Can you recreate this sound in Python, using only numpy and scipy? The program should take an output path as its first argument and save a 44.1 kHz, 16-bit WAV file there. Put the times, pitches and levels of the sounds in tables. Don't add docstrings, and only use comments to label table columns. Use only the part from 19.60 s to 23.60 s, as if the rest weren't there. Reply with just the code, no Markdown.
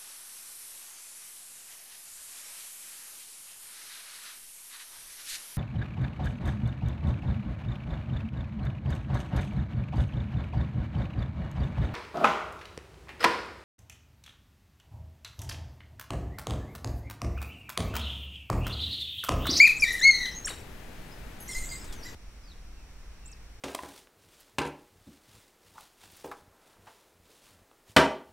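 import sys
import numpy as np
from scipy import signal
from scipy.fft import rfft, irfft
from scipy.io import wavfile

SR = 44100
rng = np.random.default_rng(int(sys.argv[2]) if len(sys.argv) > 2 else 0)


def generate_wav(signal):
    frames = np.transpose(np.atleast_2d(signal))
    scaled = np.clip(frames, -1, 1) * 32767
    pcm = np.round(scaled).astype(np.int16)
    wavfile.write(sys.argv[1], SR, pcm)


N = 176400
T = np.arange(N) / SR
CUT_S = 2.548
FLUTTER_HZ, GRIT_HZ = 296.7, 899

# (time [s], pitch [Hz], fundamental [dB], second harmonic [dB])
WHINES = [
    [(0, 2110, -8, -23), (.027, 2429, -13.5, -27.5), (.042, 2270, -9.5, -27), (.056, 2570, -14, -38.5),
     (.071, 2050, -24.5, -26.5), (.086, 1670, -42, -53)],
    [(.074, 2413, -17, -45), (.094, 2578, -22, -59), (.108, 2430, -20, -44), (.125, 1870, -50, -41)],
    [(.221, 2450, -20, -33.5), (.241, 2271, -13.5, -33), (.247, 1958, -34, -38), (.272, 1814, -29.5, -36),
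     (.287, 2040, -23.5, -34.5), (.322, 1851, -30.5, -50), (.372, 2057, -41, -50), (.405, 1720, -38, -45)],
    [(.41, 1693, -34, -43), (.426, 1989, -26, -29), (.447, 2154, -18.5, -20.5), (.455, 2171, -12, -31),
     (.48, 2177, -13.5, -22), (.502, 2155, -10.5, -35.5), (.512, 2138, -22, -23),
     (.524, 2144, -28.5, -23.5), (.535, 2004, -25, -33), (.57, 2010, -39, -43), (.60, 1900, -37, -43),
     (.62, 1996, -29, -33.5), (.65, 1900, -34.5, -41), (.67, 1450, -55, -44)],
    [(.655, 2040, -30.5, -32.5), (.675, 2030, -36.5, -42), (.70, 1910, -54, -72)],
    [(.87, 1902, -30.5, -46), (.884, 1247, -43, -36.5), (.893, 880, -47, -39)],
    [(.89, 4750, -37.5, -52), (.899, 3950, -43.5, -44), (.914, 3760, -35, -53)],
]
# (time [s], level [dB])
RASP_ENVELOPE = [(.06, -45), (.3, -49.5), (.65, -56)]
# (frequency [Hz], relative level [dB])
RASP_SPECTRUM = [(600, -13.5), (1400, -5.5), (6000, -4), (12000, -6.5), (15000, -14.5)]
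def whines(jitter=0.0071, shimmer_db=0.88, edge_s=0.0025, grit_rad=0.295):
    fundamental, overtones = np.zeros((2, 2, N))
    rasp = envelope(RASP_ENVELOPE) * noise(RASP_SPECTRUM)
    for call in WHINES:
        times, hz, first_db, second_db = np.array(call).T
        on = (T >= times[0]) & (T <= times[-1])
        t = T[on]
        pitch = np.interp(t, times, hz) * (1 + jitter * walk(FLUTTER_HZ)[on])
        phase = phase_of(pitch)
        fade = np.clip(np.minimum(t - times[0], times[-1] - t) / edge_s, 0, 1)
        gain = np.sqrt(2) * fade * undb(shimmer_db * walk(FLUTTER_HZ)[on])
        first_gain = gain * undb(np.interp(t, times, first_db))
        second_gain = gain * undb(np.interp(t, times, second_db) + 2 * walk(FLUTTER_HZ)[on])
        rough_phase = phase + grit_rad * walk(FLUTTER_HZ)[on]
        second = pan(second_gain * np.sin(2 * rough_phase), 4)
        upper = sum(undb(db) * np.sin(k * rough_phase) for k, db in [(3, -8), (4, -26.5), (5, -29)])
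        fundamental[:, on] += pan(first_gain * np.sin(phase), 2.5)
        overtones[:, on] += second + second_gain * upper + gain * rasp[on]
    return head_turn(fundamental) + head_turn(overtones)


# (time [s], scattered over direct level [dB])
FACING = [(.02, -10), (.09, -5), (.24, -9), (.26, 4), (.38, -4), (.42, -10), (.505, -9), (.53, 5),
          (.67, -3.5)]
def head_turn(voice):
    scatter_ratio = envelope(FACING)
    direct = voice / np.hypot(1, scatter_ratio)
    return direct + thicket(direct * scatter_ratio)


# (start [s], length [s], first pitch [Hz], middle pitch [Hz], last pitch [Hz], level [dB])
SQUEAKS = [(.073, .01, 13300, 11540, 9800, -36.5), (.16, 0.04, 6050, 7500, 8600, -46.5),
           (.197, 0.021, 6440, 5330, 7800, -37.5), (.203, 0.037, 11100, 10750, 12900, -44.5),
           (.236, 0.018, 9760, 7850, 7200, -39.5), (.308, 0.018, 8800, 7200, 6200, -43),
           (.322, 0.02, 11160, 11100, 11800, -42), (.34, 0.015, 6260, 8500, 9200, -44.5),
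           (.39, 0.02, 9000, 7100, 7400, -43), (.712, 0.029, 4900, 5760, 6250, -48.5),
           (.845, 0.0113, 5600, 5600, 6040, -37), (.853, .012, 6080, 7660, 9300, -30),
           (.864, 0.026, 9100, 9950, 6430, -44.5), (3.655, 0.033, 7200, 7570, 8770, -51.5),
           (3.712, 0.029, 9200, 5800, 4880, -55)]
def squeaks():
    voice = arches(SQUEAKS, overtone_db=-23, jitter=0.031, shimmer_db=3.5)
    return outdoors(pan(voice, 0.5), wet_db=-5)


# (start [s], length [s], first, middle and last pitch [Hz], level before filtering [dB])
TWITTER = [(1.8, 0.011, 7700, 10550, 12500, -56.5), (1.877, 0.045, 5290, 8960, 6240, -50),
           (1.946, 0.046, 5110, 8850, 5920, -49.5), (2.024, 0.036, 5650, 7800, 6750, -51.5),
           (2.1, 0.039, 5600, 8220, 6350, -51), (2.43, 0.012, 4330, 5180, 6250, -61),
           (2.444, 0.03, 6310, 7550, 5600, -60)]
# (frequency [Hz], gain [dB])
TWITTER_FILTER = [(3000, 8.5), (5000, 14.5), (6500, 8.5), (9000, 1.5), (12000, 11), (15000, -14)]
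def twitter(beat_hz=4300, depth_db=-15.5):
    voice = arches(TWITTER, overtone_db=-5, jitter=0.03, shimmer_db=-5)
    beat = np.sin(phase_of(beat_hz * (1 + 0.0336 * walk(GRIT_HZ))))
    modulated = voice * (1 + undb(depth_db) * beat)
    filtered = irfft(rfft(modulated) * bin_gains(TWITTER_FILTER), N)
    return outdoors(pan(filtered, -1.5), wet_db=4.5, t60_s=0.43)


# (start [s], length [s], first, middle and last pitch [Hz], level [dB])
WHIMPERS = [(1.888, 0.029, 2040, 2100, 1970, -41.5), (1.946, 0.048, 1984, 2073, 2087, -38),
            (2.02, 0.034, 1930, 2050, 2120, -44.5), (2.11, 0.044, 2132, 2092, 2056, -43),
            (2.448, 0.05, 1780, 2026, 1830, -47.5)]
def whimpers():
    voice = arches(WHIMPERS, overtone_db=-13, jitter=0.0054, shimmer_db=-0.5)
    return outdoors(pan(voice, 1), wet_db=-4)


# (frequency [Hz], relative level [dB])
STEP_SPECTRUM = [(100, -15), (380, 0.5), (650, -10.5), (1200, -12), (5000, -50)]
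def footfall():
    return pan(noise(STEP_SPECTRUM) * decay(start_s=0.904, db=-38, tau_s=0.02), 7.7)


# (time [s], level [dB])
SNAPS = [(2.243, -47), (2.325, -43.5)]
# (frequency [Hz], relative level [dB])
SNAP_SPECTRUM = [(1000, -8), (3500, -5.5), (7000, -1.5), (15000, -17)]
def snaps():
    return noise(SNAP_SPECTRUM) * sum(decay(start, db, tau_s=0.018) for start, db in SNAPS)


# (start [s], length [s], first, middle and last pitch [Hz], level [dB])
BIRDS = [(.745, 0.055, 6350, 6540, 6335, -44.5), (1.515, 0.025, 5030, 5100, 5100, -60),
         (1.79, 0.12, 6650, 6170, 5880, -62), (1.875, 0.091, 5830, 5450, 4670, -52),
         (1.915, 0.024, 3460, 3400, 3200, -57), (2.085, 0.1, 4890, 4790, 4980, -52.5),
         (2.17, .07, 5600, 5330, 4680, -60), (2.25, 0.12, 4150, 3540, 3010, -64.5),
         (2.34, 0.13, 6670, 5700, 4730, -61), (2.465, 0.032, 4160, 3800, 3370, -58),
         (2.82, 0.13, 5120, 4490, 2980, -67.5), (3.16, 0.074, 2696, 2654, 2420, -70),
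         (3.62, 0.14, 2745, 2630, 2570, -68.5)]
def birds(wet_db=-3.5):
    song = pan(arches(BIRDS, overtone_db=-38.5, jitter=0.0047, shimmer_db=6.5), 0)
    return song + undb(wet_db) * thicket(song)


# (frequency [Hz], level [dB])
INSECTS = [(5518, -74.5), (5755, -79), (5997, -78)]
def insects(jitter=0.0029):
    return sum(np.sqrt(2) * undb(db) * np.sin(phase_of(hz * (1 + jitter * walk(450))))
               for hz, db in INSECTS)


# (time [s], level [dB])
GUST_ENVELOPE = [(1.92, -64), (1.97, -33), (2.08, -37), (2.2, -56), (2.31, -39.5), (2.5, -52)]
# (frequency [Hz], relative level [dB])
GUST_SPECTRUM = [(15, 2), (36, -8), (60, -14.5), (150, -33.5), (600, -70.5)]
def gust():
    return noise(GUST_SPECTRUM) * envelope(GUST_ENVELOPE)


# (frequency [Hz], relative level [dB])
BUSH_MID = [(25, 4.5), (60, 0.5), (85, -5), (220, -9.5), (550, -16.5), (1200, -22), (1700, -19.5),
            (5200, -32.5), (15500, -38)]
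BUSH_SIDE = [(40, -13), (250, -10), (1200, -19), (1700, -10.5), (9900, -28), (15500, -47)]
# (frequency [Hz], left minus right [dB])
BUSH_BALANCE = [(60, -2), (200, 5), (380, 10.5), (2400, 10.5), (8100, 0)]
def bush_air():
    ratio = bin_gains(BUSH_BALANCE)
    balance = 2 * np.array([ratio, np.ones_like(ratio)]) / (1 + ratio)
    mid = irfft(rfft(noise(BUSH_MID)) * balance, N)
    return mid_side(mid * undb(-43), noise(BUSH_SIDE) * undb(-58.5))


# (frequency [Hz], relative level [dB])
CLEARING_MID = [(25, -1), (55, -2), (76, -8.5), (100, -19), (160, -21), (500, -30), (1000, -32),
                (2400, -33.5), (3200, -40.5), (5500, -42.5), (9000, -46.5), (15500, -54)]
CLEARING_SIDE = [(40, -10.5), (300, -29), (1000, -28.5), (5700, -28), (15500, -47)]
def clearing_air():
    return mid_side(noise(CLEARING_MID) * undb(-46), noise(CLEARING_SIDE) * undb(-61.5))


def thicket(x, t60_s=0.3, build_s=0.0076, spread_db=6.5, width=0.058):
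    t = T[:SR]
    echoes = rng.standard_normal((2, SR)) * undb(spread_db * walk(500)[:SR])
    response = echoes * (1 - np.exp(-t / build_s)) * undb(-60 * t / t60_s)
    mid, side = response / np.sqrt(np.sum(response ** 2, axis=1, keepdims=True))
    return signal.fftconvolve(x, mid_side(mid, width * side), axes=1)[:, :N]


def outdoors(x, wet_db, t60_s=0.3):
    in_bush = T < CUT_S
    bush = in_bush * thicket(x * in_bush, t60_s)
    clearing = undb(-9) * thicket(x * ~in_bush, t60_s)
    return x + undb(wet_db) * (bush + clearing)


def arches(notes, overtone_db, jitter, shimmer_db, edge_share=0.2):
    out = np.zeros(N)
    waver = 1 + jitter * walk(GRIT_HZ)
    shimmer = undb(shimmer_db * walk(FLUTTER_HZ))
    for start, length, *pitches, db in notes:
        on = (T >= start) & (T < start + length)
        progress = (T[on] - start) / length
        hz = np.polyval(np.polyfit([0, .5, 1], pitches, 2), progress)
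        phase = phase_of(hz * waver[on])
        swell = np.sin(np.pi / 2 * np.clip(np.minimum(progress, 1 - progress) / edge_share, 0, 1))
        overtone = undb(overtone_db) * np.sin(2 * phase) * (2 * hz < SR / 2)
        out[on] += np.sqrt(2) * undb(db) * swell * (np.sin(phase) + overtone)
    return out * shimmer


def undb(db):
    return 10 ** (np.asarray(db) / 20)


def phase_of(hz):
    return 2 * np.pi * np.cumsum(hz) / SR


def envelope(points):
    return undb(np.interp(T, *np.array(points).T))


def decay(start_s, db, tau_s):
    return undb(db) * (T >= start_s) * np.exp(-np.abs(T - start_s) / tau_s)


def pan(x, db):
    ratio = undb(db)
    return np.array([[2 * ratio], [2]]) / (1 + ratio) * x


def mid_side(mid, side):
    return mid + np.array([[1], [-1]]) * side


def walk(hz):
    return np.interp(T * hz, np.arange(8000), rng.standard_normal(8000))


def bin_gains(points):
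    hz, db = np.array(points).T
    return undb(np.interp(np.log(np.fft.rfftfreq(N, 1 / SR) + 1e-9), np.log(hz), db))


def noise(spectrum):
    x = irfft(rfft(rng.standard_normal(N)) * bin_gains(spectrum), N)
    return x / x.std()


def scene():
    dogs = whines() + squeaks() + twitter() + whimpers()
    background = np.where(T < CUT_S, bush_air() + gust(), clearing_air() + insects())
    return dogs + footfall() + snaps() + birds() + background


def record(dry):
    return signal.sosfilt(signal.ellip(10, .2, 80, 15750, fs=SR, output="sos"), dry)


dry = scene()
out = record(dry)
generate_wav(out)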